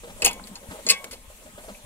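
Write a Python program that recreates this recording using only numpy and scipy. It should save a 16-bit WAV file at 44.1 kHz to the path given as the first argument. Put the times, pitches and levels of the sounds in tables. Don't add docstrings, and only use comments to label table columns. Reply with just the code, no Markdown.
import sys
import numpy as np
from scipy import signal
from scipy.fft import rfft, irfft
from scipy.io import wavfile
from scipy.ndimage import uniform_filter1d

SR = 44100
rng = np.random.default_rng(int(sys.argv[2]) if len(sys.argv) > 2 else 0)


def transcribe(signal):
    frames = np.atleast_2d(signal).T
    limited = np.clip(frames, -1, 1)
    pcm = np.round(limited * 32767).astype(np.int16)
    wavfile.write(sys.argv[1], SR, pcm)


N = 81585

# (time [s], then for each of the six groups of modes: level [dB])
IRON_BLOWS = [(0.22, -32, -19, -24, -30, -20.5, -24), (0.2445, -28, -19.5, -23, -27, -26, -18),
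              (0.2477, -29.5, -15, -54, -11, -14.5, -6.5), (0.256, -21.5, -26.5, -47, -23, -8.5, -13.5),
              (0.2601, -39.5, -15, -17, -27, -34, -14), (0.2769, -33.5, -22, -28.5, -26.5, -50, -22),
              (0.3112, -41, -62, -40.5, -60, -33, -34), (0.3297, -50, -55, -44, -42.5, -44, -33),
              (0.5548, -47, -41, -37, -39.5, -41.5, -48), (0.8654, -30.5, -35.5, -25, -26.5, -22.5, -57),
              (0.8875, -24.5, -21.5, -19.5, -19, -44, -21), (0.8955, -20, -14, -17.5, -34, -21, -15.5),
              (0.9, -27, -19, -9, -14.5, -18.5, -12), (0.9056, -20, -25, -18, -40, -10, -19),
              (0.9124, -33, -26, -22, -34, -41, -24.5), (1.1312, -44, -41, -39.5, -46, -49, -35.5)]
GROUP_EDGES_HZ = [900, 2460, 3100, 5900, 7500, 9000, 15500]
# (frequency [Hz], level [dB], t60 [s])
IRON_MODES = [(1050, -32, 1), (1111, -24.5, 0.35), (1578, -28, 0.29), (2097, -15, 0.24), (2232, -15, 0.43),
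              (2343, -13.5, 0.099), (2567, -9.5, 0.12), (2648, -22, 0.1), (3365, -20.5, 0.22),
              (3490, -20.5, 0.16), (4440, 5.5, 0.018), (4790, 10, 0.0096), (5247, -6, 0.05),
              (6760, 1, 0.047), (8066, 8, 0.011), (9830, 1.5, 0.016)]
# (time [s], level [dB], pitch of the planks struck [Hz])
FRAME_KNOCKS = [(0.034, -28.5, 466), (0.074, -33.5, 547), (0.096, -29, 184), (0.163, -37.5, 624),
                (0.197, -32.5, 641.6), (0.222, -17.5, 434), (0.247, -15.5, 436), (0.261, -16, 820),
                (0.298, -25, 1002), (0.629, -37.5, 600), (0.708, -25.5, 246), (0.756, -35, 597),
                (0.788, -32, 610), (0.865, -23, 500), (0.905, -19, 495), (1.041, -31, 536),
                (1.065, -33, 211), (1.128, -34.5, 528), (1.3, -40.5, 577), (1.421, -43, 553),
                (1.459, -36, 660), (1.578, -31, 652), (1.637, -36, 625), (1.682, -28.5, 573),
                (1.694, -31, 207)]
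# (frequency [Hz], level [dB], t60 [s])
PLANK_MODES = [(203.6, -0.5, 0.062), (248, 1, 0.047), (418.3, -11, 0.064), (481, -5.5, 0.064),
               (553.3, 0, 0.033), (606, -0.5, 0.041), (725, -6.5, 0.039), (815.5, -3.5, 0.046),
               (923, 1, 0.028), (1055, -12.5, 0.043), (1276, -8, 0.051), (1562, -6, 0.035)]
# (time [s], level [dB], low edge [Hz], high edge [Hz], t60 [s])
WOOD_SNAPS = [(0.3956, -15.5, 700, 1260, 0.019), (0.437, -27, 3800, 4670, 0.049),
              (0.47, -34, 1500, 11090, 0.072), (1.0423, -22.5, 1170, 10600, 0.029),
              (1.11, -32, 1160, 11100, 0.16), (1.745, -28, 2200, 2660, .07)]
# (time [s], level of the frame's rumble [dB], level of the hiss of dirt [dB])
ROLLING_LEVELS = [(0, -54.5, -50.5), (0.199, -48, -47.5), (.36, -42, -48.5), (.52, -46, -50),
                  (0.659, -54, -50), (0.727, -40.5, -45.5), (.84, -53.5, -46), (1.0, -49, -49),
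                  (1.15, -51.5, -54), (1.3, -58, -50.5), (1.52, -55.5, -51), (1.698, -47, -47),
                  (1.82, -55, -51)]
# (frequency [Hz], level [dB per Hz])
DIRT_COLOUR = [(530, -39), (900, 16), (1070, -3.5), (1340, -3.5), (2190, 1.5), (3960, -1.5), (4410, -9),
               (8450, 4), (16000, -10.5)]
# (time [s], level before a 3 dB lift [dB], pitch [Hz])
LOW_THUDS = [(0.239, -33.5, 32), (0.688, -33, 88.12), (1.107, -43, 60), (1.279, -41, 65),
             (1.547, -43.5, 76), (1.842, -40, 91)]

IRON_LAG_S, IRON_ALIKE, IRON_PAN_DB = 0.0001, 0.55, 2.5
SCRAPE_S, SCRAPE_DB = 0.0076, -2.5
RISE_T60_S = 0.0065
SPLIT = 0.01337
WOBBLE_DB = 3
CRASH_DB, CRASH_T60_S, CRASH_SLOPE = -8, 0.13, 0.55
LINGER_DB, LINGER = -19.5, 2.63
CRACKLE_DB = 2

WOOD_LAG_S, WOOD_ALIKE, WOOD_PAN_DB = 0.00021, 0.96, 0.5
KNOCK_S, KNOCK_RISE_T60_S = 0.0069, 0.016
SPREAD_OCT, FAR_DB = 0.18, -9
RASP_DB = 17
RUMBLE_PER_S, RUMBLE_SCATTER_DB = 630, 1.5
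SNAP_PAN_DB = 1.9

DIRT_FLICKER_DB = 1.7
WIND_HZ, WIND_ALIKE, WIND_PAN_DB = 43, 0.73, 1.5
WIND_DB, WIND_DB_PER_S = -48.5, -4.5
TOP_HZ = 15700


def iron():
    rows = np.array(IRON_BLOWS)
    t = np.arange(13230) / SR
    fade = np.exp(-t[:882] / SCRAPE_S)
    scrape_gain = undb(SCRAPE_DB) / np.sqrt(SCRAPE_S * SR / 2)
    click = t[:len(fade)] == 0
    blows = [scrape_gain * pair(len(fade), IRON_ALIKE) * fade + click for _ in rows]
    bursts = [pair(len(t), IRON_ALIKE) for _ in rows]
    trios = [(hz * (1 + SPLIT * step * rng.uniform(0.34, 1)), db - 5 * abs(step), t60)
             for hz, db, t60 in IRON_MODES for step in (-1, 0, 1)]
    out = 0
    for k, (lo, hi) in enumerate(zip(GROUP_EDGES_HZ, GROUP_EDGES_HZ[1:])):
        gains = undb(rows[:, k + 1])
        force = place(rows[:, 0], gains, blows)
        for hz, db, t60 in trios:
            if lo <= hz < hi:
                wobble = WOBBLE_DB * np.tanh(walk(70.88))
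                out = out + undb(db + wobble) * swell(force, hz, t60, RISE_T60_S)
        out = out + crash(rows[:, 0], gains, bursts, lo, hi)
    return ports(out, IRON_LAG_S, IRON_PAN_DB)


def crash(times, gains, bursts, lo, hi):
    t = np.arange(bursts[0].shape[1]) / SR
    t60 = CRASH_T60_S * (np.sqrt(lo * hi) / 2000) ** -CRASH_SLOPE
    decay = undb(-60 * t / t60)
    linger = undb(LINGER_DB - 60 * t / (LINGER * t60))
    rise = (1 + undb(LINGER_DB)) * undb(-60 * t / RISE_T60_S)
    tail = decay + linger - rise
    noise = place(times, gains, [burst * tail for burst in bursts])
    crackling = noise * undb(CRACKLE_DB * walk(500))
    width_gain = np.sqrt(SR / 2 / (hi - lo))
    return undb(CRASH_DB) * width_gain * band(crackling, max(lo, 1900), hi)


def frame():
    rows = np.array(FRAME_KNOCKS)
    times, levels, pitches = rows.T
    t = np.arange(1764) / SR
    fade = t * np.exp(-t / KNOCK_S)
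    fade = fade / np.sqrt(np.sum(fade ** 2))
    pushes = [pair(len(t), WOOD_ALIKE) * fade + (t == 0) for _ in rows]
    jolt_force = undb(RUMBLE_SCATTER_DB * walk(34.81))
    knocks = rumble = 0
    for hz, db, t60 in PLANK_MODES:
        octaves = np.log2(hz / pitches)
        near = np.exp(-0.5 * (octaves / SPREAD_OCT) ** 2) + undb(FAR_DB)
        push = place(times, undb(levels) * near, pushes)
        knocks = knocks + undb(db) * swell(push, hz, t60, KNOCK_RISE_T60_S * 500 / hz)
        struck = rng.random(N) < RUMBLE_PER_S / SR
        jolts = struck * pair(N, WOOD_ALIKE) * jolt_force * undb(4.8 * walk(20.37))
        rumble = rumble + undb(db) * ring(jolts, hz, t60)
    rubbing = place(times, undb(levels), [push * (t > 0) for push in pushes])
    rasp = undb(RASP_DB) * band(rubbing, 1030, 3740)
    planks = band(knocks + curve(column=1) * unit(rumble), 99, 6300)
    return ports(rasp + planks, WOOD_LAG_S, WOOD_PAN_DB)


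def snaps():
    rows = np.array(WOOD_SNAPS)
    t = np.arange(4410) / SR
    onset = 1 - np.exp(-t / 0.00083)
    cracks = []
    for _, _, lo, hi, t60 in WOOD_SNAPS:
        burst = pair(len(t), IRON_ALIKE) * undb(-60 * t / t60) * onset
        cracks.append(band(burst, lo, hi))
    return ports(place(rows[:, 0], undb(rows[:, 1]), cracks), IRON_LAG_S, SNAP_PAN_DB)


def dirt():
    colour = np.array(DIRT_COLOUR)
    out = 0
    for hz in 1000 * 2 ** np.arange(0, 4.1, 1 / 3):
        db = np.interp(np.log(hz), np.log(colour[:, 0]), colour[:, 1])
        flicker = DIRT_FLICKER_DB * walk(30.18)
        pan = sides(4 if hz > 8000 else 1.1)
        hiss = band(rng.standard_normal((2, N)), hz / 2 ** (1 / 6), hz * 2 ** (1 / 6))
        out = out + undb(db + flicker) * pan * hiss
    return unit(out) * curve(column=2)


def thuds():
    t = np.arange(4410) / SR
    left_right = np.array([[1.3], [0.75]])
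    shapes = [np.sin(2 * np.pi * hz * t) * np.exp(-t * hz * 1.22) * left_right for _, _, hz in LOW_THUDS]
    rows = np.array(LOW_THUDS)
    return place(rows[:, 0], undb(rows[:, 1] + 3), shapes)


def wind():
    flutter = unit(band(pair(N, WIND_ALIKE), WIND_HZ / 4.2, WIND_HZ * 1.3))
    gusts = undb(2.1 * walk(8.61))
    dying = undb(WIND_DB + WIND_DB_PER_S * np.arange(N) / SR)
    return flutter * gusts * sides(WIND_PAN_DB) * dying


def undb(db):
    return 10 ** (np.asarray(db) / 20)


def unit(x):
    return x / np.sqrt(np.mean(x ** 2))


def curve(column):
    rows = np.array(ROLLING_LEVELS)
    return undb(np.interp(np.arange(N) / SR, rows[:, 0], rows[:, column]))


def ring(x, hz, t60):
    r = np.exp(-np.log(1000) / (t60 * SR))
    w = 2 * np.pi * hz / SR
    return signal.lfilter([0, r * np.sin(w)], [1, -2 * r * np.cos(w), r * r], x)


def swell(x, hz, t60, rise_t60):
    return ring(x, hz, t60) - ring(x, hz, rise_t60)


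def band(x, lo_hz, hi_hz):
    return signal.sosfilt(signal.butter(2, [lo_hz, hi_hz], "band", fs=SR, output="sos"), x)


def pair(size, alike):
    noise = rng.standard_normal((3, size))
    return np.sqrt(alike) * noise[0] + np.sqrt(1 - alike) * noise[1:]


def walk(rate):
    k = int(SR / rate)
    steps = np.repeat(rng.standard_normal(N // k + 1), k)
    return unit(uniform_filter1d(steps, k)[:N])


def place(times, gains, shapes):
    out = np.zeros((2, N + shapes[0].shape[1]))
    for s, gain, shape in zip(times, gains, shapes):
        i = int(s * SR)
        out[:, i:i + shape.shape[1]] += gain * shape
    return out[:, :N]


def sides(pan_db):
    return undb(pan_db * np.array([[0.5], [-0.5]]))


def ports(x, lag_s, pan_db):
    hz = np.fft.rfftfreq(2 * N, 1 / SR)
    late = irfft(rfft(x[1], 2 * N) * np.exp(-2j * np.pi * hz * lag_s))[:N]
    return np.array([x[0], late]) * sides(pan_db)


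def scene():
    return iron() + frame() + snaps() + dirt() + thuds() + wind()


def record(dry):
    rounded = 0.85 * np.tanh(dry / 0.85)
    return signal.sosfilt(signal.ellip(12, 0.2, 100, TOP_HZ, fs=SR, output="sos"), rounded)


dry = scene()
out = record(dry)
transcribe(out)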